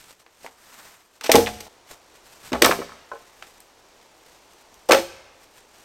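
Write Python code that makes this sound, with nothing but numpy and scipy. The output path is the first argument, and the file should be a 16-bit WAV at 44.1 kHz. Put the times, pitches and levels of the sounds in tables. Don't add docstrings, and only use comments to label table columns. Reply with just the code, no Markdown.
import sys
import numpy as np
from scipy import signal
from scipy.fft import rfft, irfft
from scipy.io import wavfile

SR = 44100
rng = np.random.default_rng(int(sys.argv[2]) if len(sys.argv) > 2 else 0)


def pcm_store(signal):
    levels = np.round(np.clip(np.atleast_2d(signal), -1, 1) * 32767)
    wavfile.write(sys.argv[1], SR, levels.astype(np.int16).T)


N = 257544
TIME = np.arange(N) / SR
AGE = TIME[:SR]
MUTE_START_S, MUTE_END_S = 1.68, 2.5


# start_s, level_db, pitch_hz, ring_db
LOG_KNOCKS = [ (0.445, -28.5, 606, -19.5), (0.462, -30, 1020, -29), (1.211, -29, 1330, -19),
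              (1.242, -28, 754, -10.5), (1.2937, -0.5, 514, -19.5), (1.345, 1.5, 480, -9.5),
              (1.351, -6.5, 285, -16), (1.358, -8.5, 810, -14), (1.382, -5.5, 470, -27),
              (1.462, -17, 2940, -14), (1.4703, -13, 2120, -17), (1.476, -20.5, 730, -12.5),
              (1.607, -36, 430, -18), (1.666, -33.5, 700, -18), (2.519, -14, 298, -12.5),
              (2.535, -12.5, 840, -17), (2.55, -15, 840, -10), (2.617, -11, 470, -33),
              (2.6233, -3, 390, -19), (2.635, -11, 960, -10), (2.649, -3, 1880, -8.5),
              (2.664, -8.5, 855, -9.5), (2.693, -8.5, 540, -14), (2.7104, -10.5, 2050, -14),
              (2.7131, -3.5, 1370, -21.5), (2.748, -24, 1700, -16), (2.789, -18, 407, -23.5),
              (2.817, -26.5, 1450, -3.5), (2.893, -33.5, 1240, -15.5), (2.920, -32.5, 1340, -10.5),
              (3.116, -29, 1155, 4.5), (3.133, -34.5, 530, 6), (3.155, -35, 1084, -3),
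              (4.890, -17, 724, -3.5), (4.896, -4, 570, -26), (4.908, -5.5, 1100, -9),
              (4.911, -6.5, 416, -9.5), (4.921, -4.5, 1390, -11), (4.9278, -1.5, 637, -14.5),
              (4.9333, -13, 785, -15), (4.950, -12.5, 525, -6), (4.970, -17.5, 1290, -38),
              (4.988, -19.5, 335, -8)]
# mode_hz, level_db, t60_s
FIRST_LOG_MODES = [(215.3, -12.5, 0.51), (271, 4.5, .19), (326, -14.5, 0.16), (374, -8.5, .15),
                   (442, 3, .18), (468.3, -5, 0.24), (652, -9, .16), (725, -9, 0.3), (839, 0.5, 0.1444),
                   (940.8, -10.5, .17), (1070, -6.5, 0.048), (1543, -16.5, .13), (2100, -5, 0.082),
                   (2530, -8, .11)]
SECOND_LOG_MODES = [(173, -9, 0.52), (234.2, -4, 0.39), (284, 4.5, .16), (333, -2, 0.069),
                    (399.5, -4, 0.55), (435, -7, .22), (502, 0.5, .15), (564, 4.5, 0.11), (694, -0.5, 0.24),
                    (1127, -1.5, 0.077), (1292, -8.5, 0.069), (1290, -1.5, 0.081), (1746, -9, 0.13),
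                    (2270, -8.5, .12)]
THIRD_LOG_MODES = [(183.7, -17, .22), (345.3, -12, 0.39), (384, -8, 0.066), (452, -13.5, 0.18),
                   (537.2, 9, 0.091), (712, -15, 0.14), (834, -4, 0.16), (1140, 0.5, 0.068),
                   (1330, -5, 0.092), (1522, -14, 0.13), (1790, -4.5, 0.06), (1965, -7, .12),
                   (2125, -5.5, .09), (2440, -12, 0.063)]
# mode_hz, level_db, t60_s
CARRIED_LOG_MODES = [(455, -5, 0.08), (564, -4, 0.15), (835, -16, 0.11), (1035, 1, 0.045),
                     (1310, -4.5, 0.039), (1492, -5, .08)]
LOG_CHANGES_S = [2.0, 3.05, 4.0]

def logs():
    modes_in_turn = (FIRST_LOG_MODES, SECOND_LOG_MODES, CARRIED_LOG_MODES, THIRD_LOG_MODES)
    out = np.zeros(N)
    for start_s, level_db, pitch_hz, ring_db in LOG_KNOCKS:
        modes = modes_in_turn[np.searchsorted(LOG_CHANGES_S, start_s)]
        add(out, start_s, undb(level_db) * (knock(pitch_hz, ring_db, modes) + rebounds(pitch_hz)))
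    return out


def knock(pitch_hz, ring_db, modes, pile_db=-16, pile_t60_s=0.075, radiate_hz=215):
    cycles = 0.75 * max(pitch_hz / 500, 1) ** 0.3
    swing = AGE * pitch_hz / cycles
    thock = swing * np.exp((1 - swing ** 2) / 2) * sine(pitch_hz)
    onset = 1 - np.exp(-swing ** 2)
    pile = undb(pile_db) * band(rng.standard_normal(len(AGE)), pitch_hz, q=0.83) * fade(pile_t60_s)
    highpass = signal.butter(3, radiate_hz, "high", fs=SR, output="sos")
    contact = signal.sosfilt(highpass, thock + onset * pile)
    ring = sum(undb(level_db) * resonance(mode_hz, pitch_hz, q=0.9) * fade(t60_s) * sine(mode_hz)
               for mode_hz, level_db, t60_s in modes)
    return contact + onset * undb(ring_db) * ring


def rebounds(pitch_hz, count=2, mean_gap_s=0.011, step_db=-12.5, spread_octaves=0.68):
    rebound_hz = pitch_hz * 2 ** (spread_octaves * rng.uniform(-1, 1))
    gaps_s = mean_gap_s * rng.uniform(0.5, 1.5, count)
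    contact = knock(rebound_hz, ring_db=0, modes=[])
    out = np.zeros(N)
    for k, start_s in enumerate(np.cumsum(gaps_s)):
        add(out, start_s, undb(step_db * (k + 0.5)) * contact)
    return out[:len(AGE)]


# start_s, level_db, centre_hz, length_s
BARK_CRACKS = [ (0.263, -42, 2060, 0.0038), (0.4627, -29, 2786, 0.0023), (1.21, -26.5, 4100, 0.0036),
               (1.233, -26.5, 4700, 0.023), (1.257, -23, 3900, 0.015), (1.316, -2, 5000, 0.0035),
               (1.323, -1.5, 5560, 0.00079), (1.339, -9, 2400, 0.0034), (1.354, -6, 6300, .004),
               (1.36, -7.5, 3800, 0.0039), (1.602, -33.5, 5880, 0.012), (2.529, -18.5, 3060, 0.0055),
               (2.6197, -1, 4170, 0.0053), (2.643, -8.5, 4850, 0.0082), (2.66, -5.5, 11000, 0.00044),
               (2.663, -15.5, 3200, 0.005), (3.424, -28, 2620, 0.0035), (3.604, -33.5, 6740, 0.00093),
               (4.533, -48.5, 6840, 0.0038), (4.742, -42, 7360, .0016), (4.887, -24, 6200, 0.013),
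               (4.91, -7, 3220, 0.0037), (4.9182, -3, 4130, 0.0058), (4.932, -8.5, 2820, 0.0046),
               (4.945, -12.5, 2510, 0.0054)]
# freq_hz, gain_db
BARK_SPECTRUM = [(300, 21.5), (3300, -0.5), (4500, -4), (6000, -2), (7200, -7.5), (8700, -3),
                 (10200, -12.5), (13000, -3), (16000, -12)]

def bark(crush_db=-17, crush_hz=2900, crush_s=0.006, splinter_db=-17):
    out, age = np.zeros(N), AGE[:SR // 10]
    crushes = [(start_s, level_db + crush_db, crush_hz, crush_s)
               for start_s, level_db, _, _ in LOG_KNOCKS]
    for start_s, level_db, centre_hz, length_s in BARK_CRACKS + crushes:
        clicks = grains(len(age), spread_db=3.5)
        fibres = colour(band(clicks, centre_hz, q=0.52), BARK_SPECTRUM)
        build = age / (0.47 * length_s)
        snap = build * np.exp(-build ** 2 / 2)
        splinters = undb(splinter_db) * np.minimum(build, 1) * np.exp(-age / (6.7 * length_s))
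        add(out, start_s, undb(level_db) * fibres * (snap + splinters))
    return out


# start_s, level_db, pitch_hz
PILE_THUDS = [(1.359, -27, 97), (2.528, -38, 65), (2.641, -36.5, 112), (4.912, -36.5, 134.6)]

def soil_thuds(rumble_db=-14, rumble_hz=48, rise_s=0.0034):
    out = np.zeros(N)
    onset = 1 - np.exp(-AGE / rise_s)
    for start_s, level_db, pitch_hz in PILE_THUDS:
        bounce = sine(pitch_hz) * fade(t60_s=0.19)
        rumble = undb(rumble_db) * band(rng.standard_normal(len(AGE)), rumble_hz, q=0.4) * fade(t60_s=1)
        add(out, start_s, undb(level_db) * (bounce + rumble) * onset)
    return out


def stirred_leaves(below_thud_db=5, rise_s=0.024):
    envelope = np.zeros(N)
    flurry = (1 - np.exp(-AGE / rise_s)) * fade(t60_s=0.8)
    for start_s, level_db, _ in PILE_THUDS:
        add(envelope, start_s, undb(level_db - below_thud_db) * flurry)
    return leaf_crunch() * envelope


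# freq_hz, early_db, early_t60_s, late_db, late_t60_s
ECHO_BANDS = [(60.3, 2, .35, -13, .9), (260, -3.5, 0.1, -26.5, .9), (700, -5.5, 0.24, -24, 1.2),
              (1990, -12, 0.1, -24, 1.5), (5520, -12, 0.41, -14.5, .8), (13000, -6.5, 0.33, -16.5, 0.32)]

def forest_echoes(x, build_s=0.0032):
    scatter_spectrum = rfft(unit(grains(len(AGE), spread_db=2)))
    log_hz = np.log([row[0] for row in ECHO_BANDS])
    response = 0
    for selector, row in zip(np.eye(len(ECHO_BANDS)), ECHO_BANDS):
        _, early_db, early_t60_s, late_db, late_t60_s = row
        band_gain = np.interp(np.log(bins_hz(AGE)), log_hz, selector)
        scatter = irfft(scatter_spectrum * band_gain, len(AGE))
        early = undb(early_db) * unit(fade(early_t60_s))
        late = undb(late_db) * unit(fade(late_t60_s))
        response += scatter * np.hypot(early, late) / np.sqrt(len(AGE))
    onset = 1 - np.exp(-(AGE / build_s) ** 2)
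    return signal.fftconvolve(x, response * onset)[:N]


# peak_s, level_db, time_constant_s
BOOT_STEPS = [(0.01, -50, 0.036), (0.11, -47.5, 0.022), (0.206, -51, 0.015), (0.441, -48.5, 0.053),
              (1.914, -42.5, .023), (2.16, -54, 0.045), (2.475, -43, 0.048), (3.25, -57, 0.18),
              (3.471, -52, 0.11), (4.02, -60, 0.027), (4.285, -57.5, 0.024), (4.611, -58.5, 0.024),
              (5.43, -54, 0.047), (5.821, -54, 0.11)]

def boots_in_leaves(litter_db=-63, wander_db=5.5):
    step_power = sum((undb(level_db) * np.exp(-abs(TIME - peak_s) / time_constant_s)) ** 2
                     for peak_s, level_db, time_constant_s in BOOT_STEPS)
    litter = undb(litter_db + wander_db * wander(rate_hz=12))
    return leaf_crunch() * np.sqrt(step_power + litter ** 2)


# freq_hz, gain_db
LEAF_SPECTRUM = [(100, 0.5), (400, -0.5), (1500, 0.5), (5000, -3.5), (8700, -3.5), (10000, -12),
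                 (13000, -7.5), (16000, -21)]

def leaf_crunch(burst_db=2.2):
    bursts = grains(N, spread_db=4.2) * undb(burst_db * wander(rate_hz=140))
    return colour(bursts, LEAF_SPECTRUM)


# freq_hz, gain_db
SLIDE_SPECTRUM = [(100, -10.5), (500, -7), (1100, -2.5), (1800, -4), (3000, -10), (8700, -10.5),
                  (10000, -19.5), (13000, -13), (16000, -24)]

def shoulder_slide(peak_s=0.81, level_db=-47.5, half_width_s=0.19, roughness_db=1.9):
    rasp = grains(N, spread_db=3) * undb(roughness_db * wander(rate_hz=70))
    swell = np.exp(-((TIME - peak_s) / half_width_s) ** 2)
    return colour(rasp, SLIDE_SPECTRUM) * undb(level_db) * swell


# freq_hz, gain_db
HUSH_SPECTRUM = [(15, -36.5), (25, -3.5), (39, -5), (111, -11), (149, -16), (373, -3.5), (911, -4),
                 (1260, -9), (1740, -12), (5280, -16), (5730, -14.5), (11300, -30), (14800, -35.5),
                 (16000, -33)]

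def treetop_hush(early_db=-63, late_db=-55.5, waver_db=0.5):
    air = colour(rng.standard_normal(N), HUSH_SPECTRUM)
    level_db = np.where(TIME < MUTE_START_S, early_db, late_db)
    return air * undb(level_db + waver_db * wander(rate_hz=6.7))


def undb(db):
    return 10 ** (np.asarray(db) / 20)


def unit(x):
    return x / np.sqrt(np.mean(x ** 2))


def sine(hz):
    return np.sin(2 * np.pi * hz * AGE)


def fade(t60_s):
    return np.exp(-np.log(1000) * AGE / t60_s)


def add(out, start_s, x):
    i = int(start_s * SR)
    out[i:i + len(x)] += x[:N - i]


def bins_hz(x):
    return np.maximum(np.fft.rfftfreq(len(x), 1 / SR), 1)


def colour(x, spectrum):
    freq_hz, gain_db = np.transpose(spectrum)
    gain = undb(np.interp(np.log(bins_hz(x)), np.log(freq_hz), gain_db))
    return unit(irfft(rfft(x) * gain, len(x)))


def resonance(hz, centre_hz, q):
    return 1 / np.sqrt(1 + (q * (hz / centre_hz - centre_hz / hz)) ** 2)


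def band(x, centre_hz, q):
    return unit(irfft(rfft(x) * resonance(bins_hz(x), centre_hz, q) ** 2, len(x)))


def grains(n, spread_db):
    return rng.standard_normal(n) * undb(spread_db * np.minimum(rng.exponential(size=n), 4.5))


def wander(rate_hz):
    points = rng.standard_normal(1024)
    return np.interp(TIME * rate_hz, np.arange(len(points)), points)


def scene(cutoff_s=0.005):
    clatter = logs() + bark() + soil_thuds()
    landings = clatter + forest_echoes(clatter) + stirred_leaves()
    gate = 1 - np.clip((TIME - MUTE_START_S) / cutoff_s, 0, 1) * (TIME < MUTE_END_S)
    return (landings * gate + boots_in_leaves() + shoulder_slide() + treetop_hush())[None]


def record(dry, top_hz=16000):
    lowpass = signal.ellip(10, 0.2, 70, top_hz, fs=SR, output="sos")
    return signal.sosfilt(lowpass, np.clip(dry, -1, 1))


dry = scene()
out = record(dry)
pcm_store(out)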